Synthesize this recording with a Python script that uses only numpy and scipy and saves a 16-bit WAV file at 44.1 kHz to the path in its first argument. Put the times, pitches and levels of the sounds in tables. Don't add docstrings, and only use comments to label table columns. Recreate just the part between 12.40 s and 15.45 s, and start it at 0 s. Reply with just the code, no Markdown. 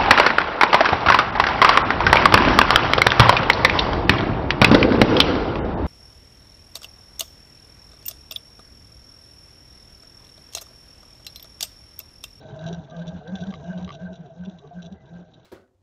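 import sys
import numpy as np
from scipy import signal
from scipy.io import wavfile
from scipy.ndimage import uniform_filter1d

SR = 44100
rng = np.random.default_rng(int(sys.argv[2]) if len(sys.argv) > 2 else 0)


def voltage_ratio(decibels):
    exponent = np.asarray(decibels, float) / 20
    return 10 ** exponent


def digitize_waveform(pressure):
    field = np.atleast_2d(pressure).T
    bounded = np.clip(field, -1, 1)
    quanta = np.round(bounded * 32767).astype(np.int16)
    wavfile.write(sys.argv[1], SR, quanta)


N = 134505

# (time [s], level [dB])
CRANK_EFFORT = [
    (0, -44.5),
    (.4, -51),
    (1.4, -50),
    (1.698, -55.5),
    (2.502, -57.5),
    (3.05, -56),
]
# (time [s], level [dB], tooth rate [Hz], length [s])
BALL_SWINGS = [(0.137, -34.5, 145, 0.017), (0.272, -32, 165.1, 0.093), (0.333, -31, 171.6, 0.032),
               (0.387, -31, 172.9, 0.02), (0.46, -49, 139.9, 0.026), (0.53, -39, 161, 0.021),
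               (0.604, -30, 171.3, 0.056), (0.689, -30, 176.5, 0.029), (0.753, -32, 180.4, 0.025),
               (0.795, -40, 159.9, 0.015), (0.825, -54.5, 151.8, 0.017), (0.896, -34, 171.1, 0.026),
               (0.939, -26, 187.4, 0.029), (1.025, -27.5, 180.6, 0.027), (1.092, -26, 192.4, 0.027),
               (1.14, -39.5, 170.6, 0.015), (1.2, -40, 141.5, 0.068), (1.262, -36.5, 167.4, 0.018),
               (1.301, -27, 180.5, 0.027), (1.371, -29, 180.3, 0.036), (1.439, -29, 182.1, 0.037),
               (1.48, -41.5, 185.6, 0.015), (1.519, -42, 145, 0.027), (1.563, -38.5, 153.2, 0.02),
               (1.648, -30.5, 171.3, 0.043), (1.718, -35, 169.7, 0.036), (1.808, -35.5, 173.9, 0.021),
               (1.858, -50.5, 135.7, 0.03), (1.93, -46.5, 149.9, 0.014), (2.018, -32.5, 176, 0.046),
               (2.084, -28.5, 191.2, 0.018), (2.149, -44, 175.7, 0.043), (2.211, -57, 134.4, 0.016),
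               (2.276, -46.5, 152.9, 0.033), (2.384, -34, 172.5, 0.045), (2.461, -38.5, 170.4, 0.033),
               (2.529, -34, 187, 0.019), (2.648, -50, 141, 0.042), (2.751, -38, 172.5, 0.052),
               (2.809, -41.5, 173.2, 0.035), (2.88, -50, 169.7, 0.016), (2.971, -55, 152.2, 0.04)]
# (time [s], level [dB], length [s])
WHIRRS = [
    (.12, -52.5, 0.023),
    (0.588, -50, 0.061),
    (.87, -50, .07),
    (1.188, -57, .04),
    (1.873, -52, 0.027),
    (2.24, -52.5, .04),
]
# (time [s], peak level [dB], pitch [Hz])
BASE_RINGS = [(0.049, -39, 627), (0.133, -34.5, 634.7), (0.162, -34.5, 632), (0.2, -37.5, 643.4),
              (0.264, -33, 678), (0.339, -41.5, 719), (0.484, -45, 611.4), (0.521, -36, 703),
              (0.573, -33, 632), (0.669, -37.5, 623), (0.81, -45, 731), (0.935, -38, 770),
              (0.994, -37, 661), (1.083, -47.5, 789), (1.192, -43.5, 669.2), (1.24, -36.5, 675),
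              (1.277, -35, 641.4), (1.341, -37, 645.5), (1.532, -40, 678), (1.581, -42, 651),
              (1.681, -39, 630), (1.724, -47, 681), (1.843, -44, 721), (1.899, -41.5, 659),
              (2.069, -46, 624.6), (2.218, -45.5, 721), (2.306, -40, 697.4), (2.44, -42, 670),
              (2.786, -48.5, 624)]
# (time [s], level [dB], length [s], pitch [Hz])
CASE_WHINES = [(0.111, -58, 0.12, 1544), (0.252, -47.5, 0.061, 1560), (0.342, -51.5, 0.035, 1546),
               (0.545, -52, 0.047, 1575), (0.619, -44, 0.018, 1560), (0.727, -60, 0.066, 1584),
               (0.89, -49, 0.044, 1558), (0.967, -47, .04, 1581), (1.035, -44.5, .015, 1530),
               (1.1, -59, .03, 1604), (1.257, -54, 0.026, 1568), (1.313, -44, .03, 1565),
               (1.384, -55.5, .026, 1515), (1.445, -57.5, 0.022, 1590), (1.541, -56, .03, 1490),
               (1.623, -52.5, .045, 1576), (1.672, -43.5, 0.023, 1545), (1.731, -56, 0.044, 1530),
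               (2.041, -50, 0.023, 1556), (2.394, -51, 0.035, 1552), (2.519, -61, 0.014, 1600),
               (2.686, -61, 0.034, 1568), (2.765, -58.5, 0.036, 1557)]
# (time [s], level [dB])
TABLE_SWAYS = [(0.302, -48), (0.397, -44), (0.756, -43.5), (1.061, -46), (1.193, -44.5), (1.312, -51),
               (1.457, -44.5), (1.672, -47), (2.041, -50.5), (2.545, -49), (2.724, -62)]
# (frequency [Hz], level [dB per Hz])
FRAME_RUMBLE = [(25, -13), (60, -9), (120, 1.5), (260, -7.5), (470, -11), (570, -17), (800, -11),
                (1300, -30.5)]
# (frequency [Hz], level [dB per Hz])
YARN_HISS = [(1300, -1.5), (1830, -16), (2360, -18), (3600, -15.5), (4400, -33.5), (5800, -22), (6900, -24),
             (8000, -45)]
# (time [s], peak level [dB], length [s])
SPINDLE_RATTLES = [(0.026, -54, 0.005), (0.03, -48, 0.011), (0.082, -48.5, 0.011), (0.1, -52, 0.004),
                   (0.146, -55, 0.012), (0.191, -35, 0.0033), (0.211, -40, 0.0068), (0.2396, -34.5, 0.0072),
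                   (0.263, -29.5, 0.0084), (0.2766, -29, 0.0138), (0.328, -27.5, 0.0078),
                   (0.346, -33, 0.0056), (0.437, -47.5, 0.015), (0.4984, -42.5, 0.015),
                   (0.565, -36.5, 0.0042), (0.591, -43, 0.014), (0.618, -40, 0.006), (0.6688, -34, 0.024),
                   (0.7809, -46, 0.014), (0.8756, -37.5, 0.0049), (0.954, -28.5, 0.0063),
                   (0.984, -39, 0.0065), (1.0034, -36, 0.02), (1.037, -32, 0.0033), (1.069, -35, 0.0053),
                   (1.1044, -36.5, 0.0082),
                   (1.1458, -39.5, 0.011), (1.19, -51, 0.014), (1.2388, -45, 0.0094), (1.3294, -41, 0.0046),
                (1.3764, -36, 0.0093), (1.4032, -46, 0.0037), (1.4113, -43, 0.0041),
                (1.4265, -36.5, 0.0039), (1.4455, -28.5, 0.0042), (1.5176, -34.5, 0.014),
                (1.54, -37, 0.004), (1.548, -34, 0.008), (1.6142, -48, 0.008), (1.73, -39.5, 0.014),
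                (1.754, -40.5, 0.013), (1.859, -46, 0.0074), (2.036, -43.5, 0.0099), (2.0498, -37, 0.0097),
                (2.0831, -52, 0.0051), (2.0966, -38, 0.0039), (2.1852, -44, 0.01), (2.2735, -46.5, 0.0047),
                (2.4204, -36.5, 0.011), (2.4419, -42, 0.011), (2.4595, -35.5, 0.0077),
                (2.5243, -42, 0.0057), (2.6563, -49.5, 0.0084), (2.734, -51.5, 0.0059),
                (2.799, -55, 0.0059), (2.9139, -56, 0.0053), (2.996, -51, 0.0049), (2.9362, -46.5, 0.013)]
# (frequency [Hz], level [dB], decay time t60 [s])
SPINDLE_MODES = [(2816, -10, 0.014), (3123, -8, .014), (3495, -3, 0.013), (3840, -1.5, 0.013),
                 (4634, -22.5, 0.03), (5733, -10.5, 0.011), (6026, -11.5, 0.01), (6865, -20.5, 0.01)]
# (time [s], peak level [dB])
YARN_SNAPS = [
    (.163, -40),
    (1.2315, -48.5),
    (1.731, -50.5),
    (2.144, -56.5),
    (2.217, -51.5),
    (2.5227, -44),
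]
# (time [s], level [dB])
SECOND_HARMONIC_SWELLS = [
    (0.316, -40),
    (1.023, -42.5),
    (1.482, -47),
    (1.72, -48.5),
    (2.088, -45),
    (2.254, -51.5),
    (2.458, -47.5),
    (2.556, -50.5),
    (2.804, -50.5),
]
# (time [s], level [dB], length [s], pitch [Hz])
YARN_SQUEAKS = [
    (1.3, -60, 0.075, 2900),
    (2.6, -63.5, .05, 2000),
    (2.24, -58, 0.052, 1140),
    (0.537, -50.5, 0.059, 1200),
    (1.5, -53, 0.023, 1020),
]
# (time [s], peak level [dB])
CLAMP_KNOCKS = [
    (1.124, -38),
    (1.139, -29.5),
    (1.4771, -32),
    (1.491, -28),
    (1.504, -29),
]
# (frequency [Hz], level [dB], decay time t60 [s])
CLAMP_MODES = [(1162, -9, 0.038), (2123, -16, 0.015), (2240, -22, 0.014), (3150, -10.5, 0.0067),
               (3950, -18.5, .008), (4860, -22.5, .008)]


def rms_one(x):
    return x / np.sqrt(np.mean(np.abs(x) ** 2) + 1e-20)


def clock():
    return np.arange(N) / SR


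def drift(rate_hz):
    r = np.exp(-80 * np.pi * rate_hz / SR)
    slow = signal.lfilter([1], [1, -2 * r, r * r], rng.standard_normal(N // 40 + 2002))[2000:]
    return np.interp(np.arange(N) / 40, np.arange(len(slow)), rms_one(slow))


def swells(s, db, length, rest):
    distance = (clock() - s[:, None]) / np.reshape(length, (-1, 1))
    bells = voltage_ratio(db)[:, None] * voltage_ratio(-16 * distance ** 2)
    return np.sqrt(np.sum(bells ** 2, axis=0) + rest ** 2)


def effort():
    s, db = np.transpose(CRANK_EFFORT)
    return voltage_ratio(np.interp(clock(), s, db))


def tooth_turns():
    s, _, hz, _ = np.transpose(BALL_SWINGS)
    wander_hz = 5.0 * drift(12)
    return np.cumsum(np.interp(clock(), s, hz) + wander_hz) / SR


def hum_gain():
    s, db, _, length = np.transpose(BALL_SWINGS)
    return swells(s, db, length, effort() * voltage_ratio(-14.5 + 9.5))


def hum(turns, gain, push):
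    overtones = []
    for k in range(4):
        level = voltage_ratio(3 * drift(12) - 5 * k)
        overtones.append(level * np.sin(2 * np.pi * ((k + 3) * turns + 0.16 * drift(16.5))))
    whirr = swells(*np.transpose(WHIRRS), 0) * overtones[0]
    tone = gain * np.sin(2 * np.pi * turns)
    return np.sqrt(2) * (tone + whirr) + push * voltage_ratio(-4) * sum(overtones)


def struck(turns, hz, width_hz):
    spread_db, evenness = 7, 0.61
    hit = np.diff(np.floor(turns * 2), prepend=0) > 0
    kicks = hit * voltage_ratio(spread_db * rng.standard_normal(N)) * np.exp(2j * np.pi * rng.random(N))
    r = np.exp(-np.pi * width_hz / SR)
    slow = signal.lfilter([1], [1, -2 * r, r * r], kicks + 1e-18)
    level = uniform_filter1d(np.abs(rms_one(slow)), size=600)
    slow = slow / (level + 0.064) ** evenness
    carrier = np.exp(2j * np.pi * np.cumsum(hz + np.zeros(N)) / SR)
    return np.sqrt(2) * np.real(rms_one(slow) * carrier)


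def base(turns, push):
    rise_s = 0.0191
    s, db, hz = np.transpose(BASE_RINGS)
    age = np.maximum(clock() - s[:, None] + 0.0046, 0) / rise_s
    rings = voltage_ratio(db - 5)[:, None] * age * np.exp(1 - age)
    gain = np.sqrt(np.sum(rings ** 2, axis=0))
    ringing = gain * struck(turns, np.interp(clock(), s + rise_s, hz), width_hz=37)
    rest = struck(turns, 635, width_hz=46) + voltage_ratio(-6) * struck(turns, 770, width_hz=70)
    return ringing + push * voltage_ratio(-2) * rest


def gear_case(turns, push):
    s, db, length, hz = np.transpose(CASE_WHINES)
    gain = swells(s, db, length, push * voltage_ratio(-11.5))
    return gain * struck(turns, np.interp(clock(), s, hz), width_hz=88.6)


def table_sway(turns, push):
    gain = swells(*np.transpose(TABLE_SWAYS), 0.047, push * voltage_ratio(-7))
    return gain * struck(turns, 79.54, width_hz=17)


def banded(spectrum, patchy_db):
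    hz, db = np.transpose(spectrum)
    edges = hz[0] * 2 ** np.arange(0, np.log2(hz[-1] / hz[0]), 1 / 3)
    out, together = 0, drift(20.0)
    white = rng.standard_normal((2, N))
    for k, (low, high) in enumerate(zip(edges, edges[1:])):
        band_filter = signal.butter(2, [low, high], "band", fs=SR, output="sos")
        band = signal.sosfilt(band_filter, white[k % 2])
        level_db = np.interp(np.log(low * high) / 2, np.log(hz), db)
        flicker = np.minimum(0.5 * together + drift(11.4), 1)
        out = out + band * voltage_ratio(level_db + patchy_db * flicker)
    return rms_one(out)


def frame_and_yarn(push):
    rumble = voltage_ratio(5.5) * banded(FRAME_RUMBLE, patchy_db=4.5)
    hiss = voltage_ratio(-10.5) * banded(YARN_HISS, patchy_db=5.0)
    return push * (rumble + hiss)


def ring(clicks, hz, t60):
    r, w = voltage_ratio(-60 / (t60 * SR)), 2 * np.pi * hz / SR
    return signal.lfilter([0, np.sin(w)], [1, -2 * r * np.cos(w), r * r], clicks + 1e-18)


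def strike(s, db, modes, spread_db, bed=0, soft=0):
    out = np.zeros(N)
    at = np.minimum((s * SR).astype(int), N - 1).ravel()
    for hz, level_db, t60 in modes:
        clicks = bed * (rng.random(N) < 0.5) * voltage_ratio(level_db + 2 * spread_db * rng.standard_normal(N))
        colour_db = spread_db * (rng.standard_normal((len(s), 1)) + rng.standard_normal(s.shape))
        clicks = clicks + np.bincount(at, voltage_ratio(db + level_db + colour_db).ravel(), N)
        if soft:
            contact_s = t60 * soft
            clicks = ring(clicks, hz, contact_s) * 4 * np.log(1000) / (contact_s * SR)
        out += ring(clicks, hz, t60)
    return out


def spindle(push):
    bounce_s, bounce_loss_db, ticks_per_s = 0.0033, 5.5, 300
    s, db, length = np.transpose(SPINDLE_RATTLES)[:, :, None]
    jitter = 2.0 * rng.random((len(s), 8)) * (np.arange(8) > 0)
    late = bounce_s * (np.arange(8) + jitter)
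    fade_db = db - 8 - bounce_loss_db * (2 * late / length - 0.6) ** 2
    tick_db = -15 + 2.3 * np.minimum(rng.exponential(1, N), 4)
    ticks = (rng.random(N) < ticks_per_s / SR) * push * voltage_ratio(tick_db)
    return strike(s + late, fade_db, SPINDLE_MODES, 2.1, ticks, soft=0.45)


def yarn_snaps():
    s, db = np.transpose(YARN_SNAPS)
    clicks = np.bincount((s * SR).astype(int), voltage_ratio(db), N)
    burst = rng.standard_normal(80) * voltage_ratio(-0.4 * np.arange(80))
    bright = signal.butter(2, 2500, "high", fs=SR, output="sos")
    return signal.sosfilt(bright, np.convolve(clicks, burst)[:N])


def second_harmonic(turns):
    return swells(*np.transpose(SECOND_HARMONIC_SWELLS), 0.026, 0) * struck(turns, 388, width_hz=88)


def yarn_squeaks(turns):
    s, db, length, hz = np.transpose(YARN_SQUEAKS)
    roughness = struck(turns, 0, width_hz=50)
    tones = np.zeros(N)
    for k in range(len(s)):
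        tones += swells(s[[k]], db[[k]], length[k], 0) * np.cos(2 * np.pi * hz[k] * clock())
    return tones * roughness


def clamp():
    return strike(*np.transpose(CLAMP_KNOCKS)[:, :, None], CLAMP_MODES, 1.5, soft=0.2)


def scene():
    turns, gain = tooth_turns(), hum_gain()
    load = uniform_filter1d(gain, size=3000) / effort()
    push = effort() * (load / load.mean()) ** 0.32
    housing = base(turns, push) + gear_case(turns, push) + table_sway(turns, push) + second_harmonic(turns)
    guide = yarn_snaps() + yarn_squeaks(turns)
    hits = spindle(np.sqrt(push * effort())) + clamp()
    echoes = sum(np.pad(hits, (int(lag_s * SR), 0))[:N] * voltage_ratio(-19) for lag_s in (0.009, 0.017))
    mix = hum(turns, gain, push) + housing + frame_and_yarn(push) + guide + hits + echoes
    return mix[None, :]


def band_limit(x):
    return signal.sosfilt(signal.butter(12, 8070, fs=SR, output="sos"), x)


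def record(dry):
    top_cut = signal.butter(14, 7300, fs=SR, output="sos")
    mix = signal.sosfilt(top_cut, dry)
    return band_limit(mix)


dry = scene()
out = record(dry)
digitize_waveform(out)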